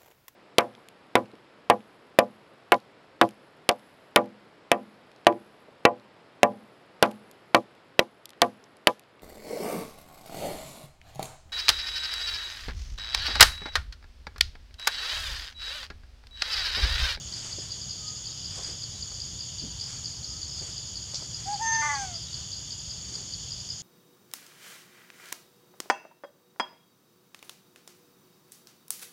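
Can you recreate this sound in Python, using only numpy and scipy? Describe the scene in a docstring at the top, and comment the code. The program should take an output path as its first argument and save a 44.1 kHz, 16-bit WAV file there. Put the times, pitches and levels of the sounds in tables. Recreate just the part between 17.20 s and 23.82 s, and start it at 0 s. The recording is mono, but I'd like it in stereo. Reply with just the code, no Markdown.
"""Monkey coo in a forest

A young monkey gives one two-part coo: vocal-fold harmonics shaped by throat and mouth. As the pitch
falls, a slower vibration in the larynx cracks it into a rasp. Insects drone in bands around their body
resonances; near ones chirp about five times a second over a low rumble. Leaves rustle, branches
knock, a twig snaps and distant birds whistle faintly."""
import sys
import numpy as np
from scipy import signal
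from scipy.fft import rfft, irfft, next_fast_len
from scipy.io import wavfile

SR = 44100
rng = np.random.default_rng(int(sys.argv[2]) if len(sys.argv) > 2 else 0)


def persist_wave(psi):
    """Save psi, clipped to +-1, as 16-bit WAV."""
    counts = np.round(np.clip(psi, -1, 1) * 32767).astype(np.int16)
    wavfile.write(sys.argv[1], SR, np.atleast_2d(counts).T)


N = 291920

# rumble and forest air: f/Hz, relative density/dB
AIR_SPECTRUM = [(20, -40), (35, -13), (60, 0), (120, 0.5), (180, -7.5), (260, -16.5), (500, -21),
                (1000, -24), (2200, -26.5), (7000, -24.5), (9000, -28), (10800, -31), (12000, -40.5),
                (16000, -45)]
# f/Hz, left-right correlation
AIR_CORRELATION = [(60, 0.99), (130, 0.98), (290, 0.77), (700, 0.64), (3000, 0.39), (7000, 0.48),
                   (10000, -0.44), (15000, 0.17)]
# echo decay among the trees: f/Hz, T60/s
FOREST_T60 = [(300, 0.43), (1500, 0.26), (5000, 0.2), (12000, 0.048)]
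# steady insect bands: f/Hz, width/Hz, level/dB, left-right correlation, flutter/dB
HIGH_BANDS = [(4632, 410, -46.5, 0.71, 3.5), (5380, 1100, -48, 0.57, -0.5), (6731, 577, -40.5, 0.11, 1)]
# body resonances of the lower insects: f/Hz, width/Hz, relative level/dB
LOW_BANDS = [(3028, 370, -2), (3410, 390, 2.5)]
# their slow swells: crest t/s, length/s, level/dB
LOW_SWELLS = [(.25, 1.4, -51.5), (1.34, 0.89, -49.5), (2.42, 0.97, -51), (3.55, .55, -51), (5.0, 2.4, -51),
              (6.3, .5, -51.5)]
# bird notes: t/s, length/s, start f/Hz, end f/Hz, level/dB
BIRD_NOTES = [(0.13, .17, 3920, 3940, -56), (.442, .16, 3940, 3940, -55), (0.741, 0.27, 1260, 1240, -57.5),
              (1.03, .16, 1270, 1300, -64), (1.07, 0.065, 3790, 3820, -50), (1.124, 0.2, 3930, 3970, -56),
              (1.695, .13, 3950, 3920, -50.5), (2.46, 0.12, 985, 967, -60), (3.0, .28, 1210, 1340, -63),
              (5.06, 0.059, 3860, 3780, -46.5), (5.14, 0.066, 1516, 1466, -58)]
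# leaf rustles: crest t/s, length/s, level/dB
LEAF_SWELLS = [(0.224, 0.3, -42), (0.502, 0.23, -50.5), (1.418, 0.24, -42), (1.8, 0.32, -54),
               (2.712, 0.24, -46), (3.447, 0.18, -45), (3.978, 0.16, -47.5), (4.316, 0.34, -44),
               (4.81, 0.28, -47), (5.16, 0.16, -49.5), (5.959, 0.26, -48.5)]
# f/Hz, relative density/dB
LEAF_SPECTRUM = [(150, 5.5), (400, -7), (1200, -2), (2300, -3.5), (4000, -5.5), (5800, 3), (7200, 5.5),
                 (8500, -6.5), (11000, -21), (16000, -45)]
# knocks on branches and ground: t/s, level/dB, f/Hz, decay/s
THUDS = [(.38, -39.5, 420, 0.012), (1.375, -41.5, 590, 0.027), (1.48, -50, 420, 0.054),
         (1.915, -44.5, 700, 0.0089), (2.417, -45, 279, 0.03), (2.436, -33.5, 175, 0.023),
         (3.411, -47.5, 550, .04), (3.935, -39, 597, 0.0084), (4.018, -40, 850, 0.007),
         (5.871, -52, 342, 0.16)]
# twig cracks: t/s, level before filtering/dB, decay/s
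TWIG_CRACKS = [(3.945, -14.5, 0.0029), (3.955, -21, .016)]
# runs of near chirps: first t/s, last t/s, relative level/dB, f/Hz
NEAR_RUNS = [(.136, .707, -26.3, 4610), (.165, .612, -32, 4930), (.879, 1.445, -25.2, 4690),
             (1.116, 1.496, -32, 4780), (1.633, 2.395, -26, 4650), (2.61, 2.61, -25.3, 4630),
             (2.637, 3.294, -31.5, 4980), (2.856, 3.229, -26, 4600), (3.391, 4.144, -26.4, 4650),
             (4.342, 4.954, -26.3, 4670), (5.141, 5.708, -26.8, 4690), (5.953, 6.501, -25.3, 4720)]
# monkey's throat and mouth response: f/Hz, gain/dB
VOCAL_TRACT = [(300, -65), (600, -15.5), (740, -5.5), (900, -2), (1200, -0.5), (1500, -5.5), (1800, -6),
               (2070, 2.5), (2350, -12), (2700, -29), (4800, -35), (5850, -16), (6320, -3.5), (7100, -30),
               (8200, -33), (10000, -78)]
# short coo, long coo, weak end: start t/s, end t/s, effort/dB, attack/s, release/s
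COO_SYLLABLES = [(4.25, 4.373, -26.5, .04, 0.026), (4.382, 4.872, -31, 0.022, .022),
                 (4.859, 4.986, -37.5, .015, .015)]
# pitch of each coo: t/s, f/Hz
SHORT_COO_PITCH = [(4.25, 730), (4.285, 803), (4.335, 839), (4.37, 774)]
LONG_COO_PITCH = [(4.388, 770), (4.42, 908.5), (4.51, 898), (4.6, 899), (4.68, 885), (4.73, 859),
                  (4.85, 765), (4.985, 642)]
# mouth opening and closing: t/s, overtone gain/dB
MOUTH_OPENING = [(4.4, -23), (4.425, -7), (4.46, 0.5), (4.55, 4.5), (4.73, -1), (4.85, -7.5), (4.93, -14)]


def amp(db):
    """Decibels to gain."""
    return 10 ** (np.asarray(db) / 20)


def unit(x):
    """Scales to rms 1."""
    return x / np.sqrt(np.mean(x ** 2) + 1e-20)


def lookup(points, hz):
    """Interpolates on a log-frequency axis."""
    f, value = np.transpose(points)
    return np.interp(np.log(hz + 1), np.log(f + 1), value)


def add(mix, at_s, sound):
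    """Mixes a sound in."""
    part = mix[..., max(round(at_s * SR), 0):][..., :sound.shape[-1]]
    part += sound[..., :part.shape[-1]]


def colour(x, gain):
    """Filters by gain(f)."""
    size = next_fast_len(x.shape[-1])
    return irfft(rfft(x, size) * gain(np.fft.rfftfreq(size, 1 / SR)), size)[..., :x.shape[-1]]


def drift(rate_hz, size=N):
    """Smooth random motion, rms 1."""
    return unit(colour(rng.standard_normal(size), lambda f: np.exp(-(f / rate_hz) ** 2) * (f > 0)))


def stereo_noise(correlation):
    """White noise with left-right correlation(f)."""
    common, apart = rng.standard_normal((2, N))
    common = colour(common, lambda f: np.sqrt(np.clip(1 + correlation(f), 0, 2) / 2))
    apart = colour(apart, lambda f: np.sqrt(np.clip(1 - correlation(f), 0, 2) / 2))
    return np.array([common + apart, common - apart])


def pan(x, left_db):
    """Sets left over right by left_db."""
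    return x * amp([[left_db / 2], [-left_db / 2]])


def gate(t, start_s, end_s, attack_s, release_s):
    """Trapezoid envelope, 0 to 1."""
    return np.clip(np.minimum((t - start_s) / attack_s, (end_s - t) / release_s), 0, 1)


def swells(rows):
    """One Gaussian gain hump per row."""
    t = np.arange(N) / SR
    return np.array([amp(db) * np.exp(-(2 * (t - at_s) / length_s) ** 2) for at_s, length_s, db in rows])


def forest_echo(x, wet_db, echoes_per_s=2000, predelay_s=.004):
    """Trunks and leaves scatter sparse echoes to each side; treble dies first."""
    t = np.arange(SR // 2) / SR
    taps = rng.standard_normal((2, len(t)))
    taps *= (rng.random(taps.shape) < echoes_per_s / SR) * (t > predelay_s)
    hz, frame_s, spectra = signal.stft(taps, SR, nperseg=256)
    decay = amp(-60 * frame_s / lookup(FOREST_T60, hz)[:, None])
    tail = signal.istft(spectra * decay, SR)[1]
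    tail /= np.linalg.norm(tail, axis=1, keepdims=True)
    return amp(wet_db) * signal.oaconvolve(x[None], tail, axes=1)[:, :N]


def air(db=-45, swell_db=.73, crossover_hz=300):
    """Gently swelling, near-mono rumble under a steady thin hiss."""
    noise = stereo_noise(lambda f: lookup(AIR_CORRELATION, f))
    wash = unit(colour(noise, lambda f: amp(lookup(AIR_SPECTRUM, f))))
    bass = colour(wash, lambda f: 1 / (1 + (f / crossover_hz) ** 4))
    rumble = amp(swell_db * drift(4.9)) * pan(bass, left_db=2.05)
    return amp(db) * (wash - bass + rumble)


def insect_band(hz, width_hz, correlation):
    """Many insects blur into noise around their body resonance."""
    noise = stereo_noise(lambda f: correlation)
    return unit(colour(noise, lambda f: (1 + ((f - hz) / width_hz) ** 2) ** -2))


def high_insects(swell_db=.64):
    """Continuous drones that flutter in level."""
    out = np.zeros((2, N))
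    for hz, width_hz, db, correlation, flutter_db in HIGH_BANDS:
        gain = amp(db + flutter_db * np.tanh(drift(60)) + swell_db * drift(4))
        out += gain * insect_band(hz, width_hz, correlation)
    return out


def low_insects(floor_db=-53.5, correlation=.83):
    """A lower drone in slow waves, slightly left."""
    gain = np.sqrt(amp(floor_db) ** 2 + (swells(LOW_SWELLS) ** 2).sum(0))
    drone = sum(amp(db) * insect_band(hz, width_hz, correlation) for hz, width_hz, db in LOW_BANDS)
    return pan(gain * unit(drone), left_db=2)


def birds(waver=.006):
    """Soft, nearly pure whistles from far off."""
    out = np.zeros(N)
    for at_s, length_s, start_hz, end_hz, db in BIRD_NOTES:
        size = round(length_s * SR)
        hz = np.linspace(start_hz, end_hz, size) * (1 + waver * drift(40, size))
        add(out, at_s, amp(db) * np.hanning(size) * np.sin(2 * np.pi * np.cumsum(hz) / SR))
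    return out + forest_echo(out, wet_db=-2.5)


def leaves(grain_db=3.5, clump_db=2):
    """Brushed foliage: swells of fine crackle."""
    noise = stereo_noise(lambda f: .4)
    crackle = noise * amp(grain_db * np.tanh(drift(170)) + clump_db * np.tanh(drift(15)))
    rustle = unit(colour(crackle, lambda f: amp(lookup(LEAF_SPECTRUM, f))))
    return swells(LEAF_SWELLS).sum(0) * rustle


def branch_bumps(offset_db=-14, hz=400, decay_s=.038):
    """Each rustle jostles two branches; rows as in THUDS."""
    return [(at_s + length_s * (when - .5) / 2, db + offset_db, hz * 2 ** (pitch - .5), decay_s)
            for at_s, length_s, db in LEAF_SWELLS for when, pitch in rng.random((2, 2))]


def knocks(rise_s=.005):
    """Dull, ringless bumps of moving animals."""
    out, t = np.zeros(N), np.arange(SR // 3) / SR
    for at_s, db, hz, decay_s in THUDS + branch_bumps():
        thud = unit(colour(rng.standard_normal(len(t)), lambda f: (f / hz) ** 2 / (1 + (f / hz) ** 5)))
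        add(out, at_s, amp(db) * thud * np.minimum(t / rise_s, 1) * np.exp(-t / decay_s))
    return out + forest_echo(out, wet_db=-28)


def twig(hz=5500, width_hz=3000):
    """A twig snaps: two bright cracks, then echoes."""
    out, t = np.zeros(N), np.arange(SR // 10) / SR
    for at_s, db, decay_s in TWIG_CRACKS:
        add(out, at_s, amp(db) * rng.standard_normal(len(t)) * np.exp(-t / decay_s))
    out = colour(out, lambda f: (1 + ((f - hz) / width_hz) ** 2) ** -4)
    return out + forest_echo(out, wet_db=-5)


def chirp_plan(gap_s=.2, scatter_db=.5, scatter_hz=45):
    """Even pacing within each run: t/s, relative level/dB, f/Hz."""
    return [(at_s, db + scatter_db * rng.standard_normal(), hz + scatter_hz * rng.standard_normal())
            for first_s, last_s, db, hz in NEAR_RUNS
            for at_s in np.linspace(first_s, last_s, round(abs(last_s - first_s) / gap_s) + 1)]


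def chirp(nominal_s, centre_hz, sweep_hz=760, detune=.0092, roughness=.23):
    """One insect stroke: a quick downsweep that starts sharply and fades."""
    size = round(nominal_s * rng.uniform(.78, 1.224) * SR)
    progress = np.linspace(0, 1, size)
    hz = (centre_hz + sweep_hz * (.5 - progress)) * (1 + detune * rng.standard_normal())
    envelope = np.minimum(progress / .18, 1) * np.sqrt(1 - progress)
    return envelope * (1 + roughness * drift(370, size)) * np.sin(2 * np.pi * np.cumsum(hz) / SR)


def far_chirps(plan, rms_db=-48.5, hz=4880, min_lag_s=.016, max_lag_s=.13, spread_db=7):
    """Two neighbours deeper in the trees answer each near chirp."""
    out = np.zeros(N)
    for at_s, *_ in plan:
        for lateness, strength in rng.random((2, 2)):
            lag_s = min_lag_s + lateness * (max_lag_s - min_lag_s)
            add(out, at_s + lag_s, amp(spread_db * strength) * chirp(.0129, hz))
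    return amp(rms_db) * unit(out + forest_echo(out, wet_db=3))


def near_chirps(plan, gain_db=-1.47, lead_s=.0125, opening_s=.006, stroke_s=.01076):
    """Near insects: a short, uneven opening stroke leads each full stroke."""
    out = np.zeros(N)
    for at_s, db, hz in plan:
        opening_db = db - 2.5 + rng.uniform(-2, 2)
        add(out, at_s - lead_s, amp(opening_db) * chirp(opening_s, hz))
        add(out, at_s, amp(db) * chirp(stroke_s, hz))
    return amp(gain_db) * (pan(out, left_db=-.5) + forest_echo(out, wet_db=-4.5))


def coo_controls(t, crack_s=4.608, rasp_end_s=4.8, free_flap_hz=368, lock_s=.15, full_voice_hz=904):
    """The larynx's slow flap locks to a third of the pitch; the voice cracks and stays airy."""
    hz = np.interp(t, *np.transpose(SHORT_COO_PITCH + LONG_COO_PITCH))
    unlocked = np.sqrt(np.clip((crack_s - t) / lock_s, 0, 1))
    flap_hz = unlocked * free_flap_hz + (1 - unlocked) * hz / 3
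    attack_s = .019
    rasping = gate(t, crack_s, rasp_end_s, attack_s, release_s=.051)
    cracked = np.clip((t - crack_s) / attack_s, 0, 1)
    sunk_octaves = np.log2(full_voice_hz / hz)
    effort = sum(amp(db) * gate(t, start_s, end_s, *ramps_s)
                 for start_s, end_s, db, *ramps_s in COO_SYLLABLES)
    effort *= amp(-18 * sunk_octaves - 1.2 * rasping)  # low pitch and rasp weaken the voice
    mouth_db = np.interp(t, *np.transpose(MOUTH_OPENING))
    rasp = amp(-27.5 + mouth_db / 2) + amp(-6.5) * rasping
    breath = amp(-16 + mouth_db / 2) + amp(-10) * cracked
    return hz, flap_hz, sunk_octaves, effort, mouth_db, rasp, breath


def breath_hiss(size, highpass_hz=4500):
    """Air rushing through the mouth excites mainly the upper resonance."""
    def response(f):
        return amp(.69 * lookup(VOCAL_TRACT, f)) * f ** 3 / (f ** 3 + highpass_hz ** 3)
    return unit(colour(rng.standard_normal(size), response))


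def monkey(jitter=.0038, rasp_jitter=.0083, shimmer=.073, rasp_shimmer=.32):
    """Vocal folds sound through the throat; a slower flap puts sidebands around each harmonic."""
    t = np.arange(COO_SYLLABLES[0][0], COO_SYLLABLES[-1][1], 1 / SR)
    hz, flap_hz, sunk_octaves, effort, mouth_db, rasp, breath = coo_controls(t)
    waver = 1 + (jitter + rasp_jitter * rasp) * drift(113, len(t))
    voice = np.zeros(len(t))
    for k in range(1, 11):
        # loose folds and sinking pitch dull the upper harmonics
        dull_db = -7 * rasp * (k > 4) - 17 * sunk_octaves * (k > 2)
        for side in (-1, 0, 1):
            tone_hz = (k * hz + side * flap_hz) * waver
            tract_db = lookup(VOCAL_TRACT, tone_hz) + mouth_db * np.clip(tone_hz / hz - 1, 0, 1)
            gain = amp(tract_db + dull_db) * (rasp if side else 1)
            flicker = 1 + (rasp_shimmer if side else shimmer * np.sqrt(k)) * drift(65, len(t))
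            voice += gain * flicker * np.cos(2 * np.pi * (np.cumsum(tone_hz) / SR + rng.random()))
    out = np.zeros(N)
    add(out, t[0], effort * (np.sqrt(2) * voice + breath * breath_hiss(len(t))))
    return pan(out, left_db=-11) + forest_echo(out, wet_db=-16)


def scene():
    """Stereo forest mix."""
    plan = chirp_plan()
    insects = high_insects() + low_insects() + near_chirps(plan) + far_chirps(plan)
    return air() + insects + monkey() + leaves() + knocks() + twig() + birds()


def record(dry):
    """Low-pass at 15.8 kHz."""
    lowpass = signal.firwin(511, 15800, window=("kaiser", 9), fs=SR)
    return signal.oaconvolve(dry, lowpass[None], "same")


dry = scene()
out = record(dry)
persist_wave(out)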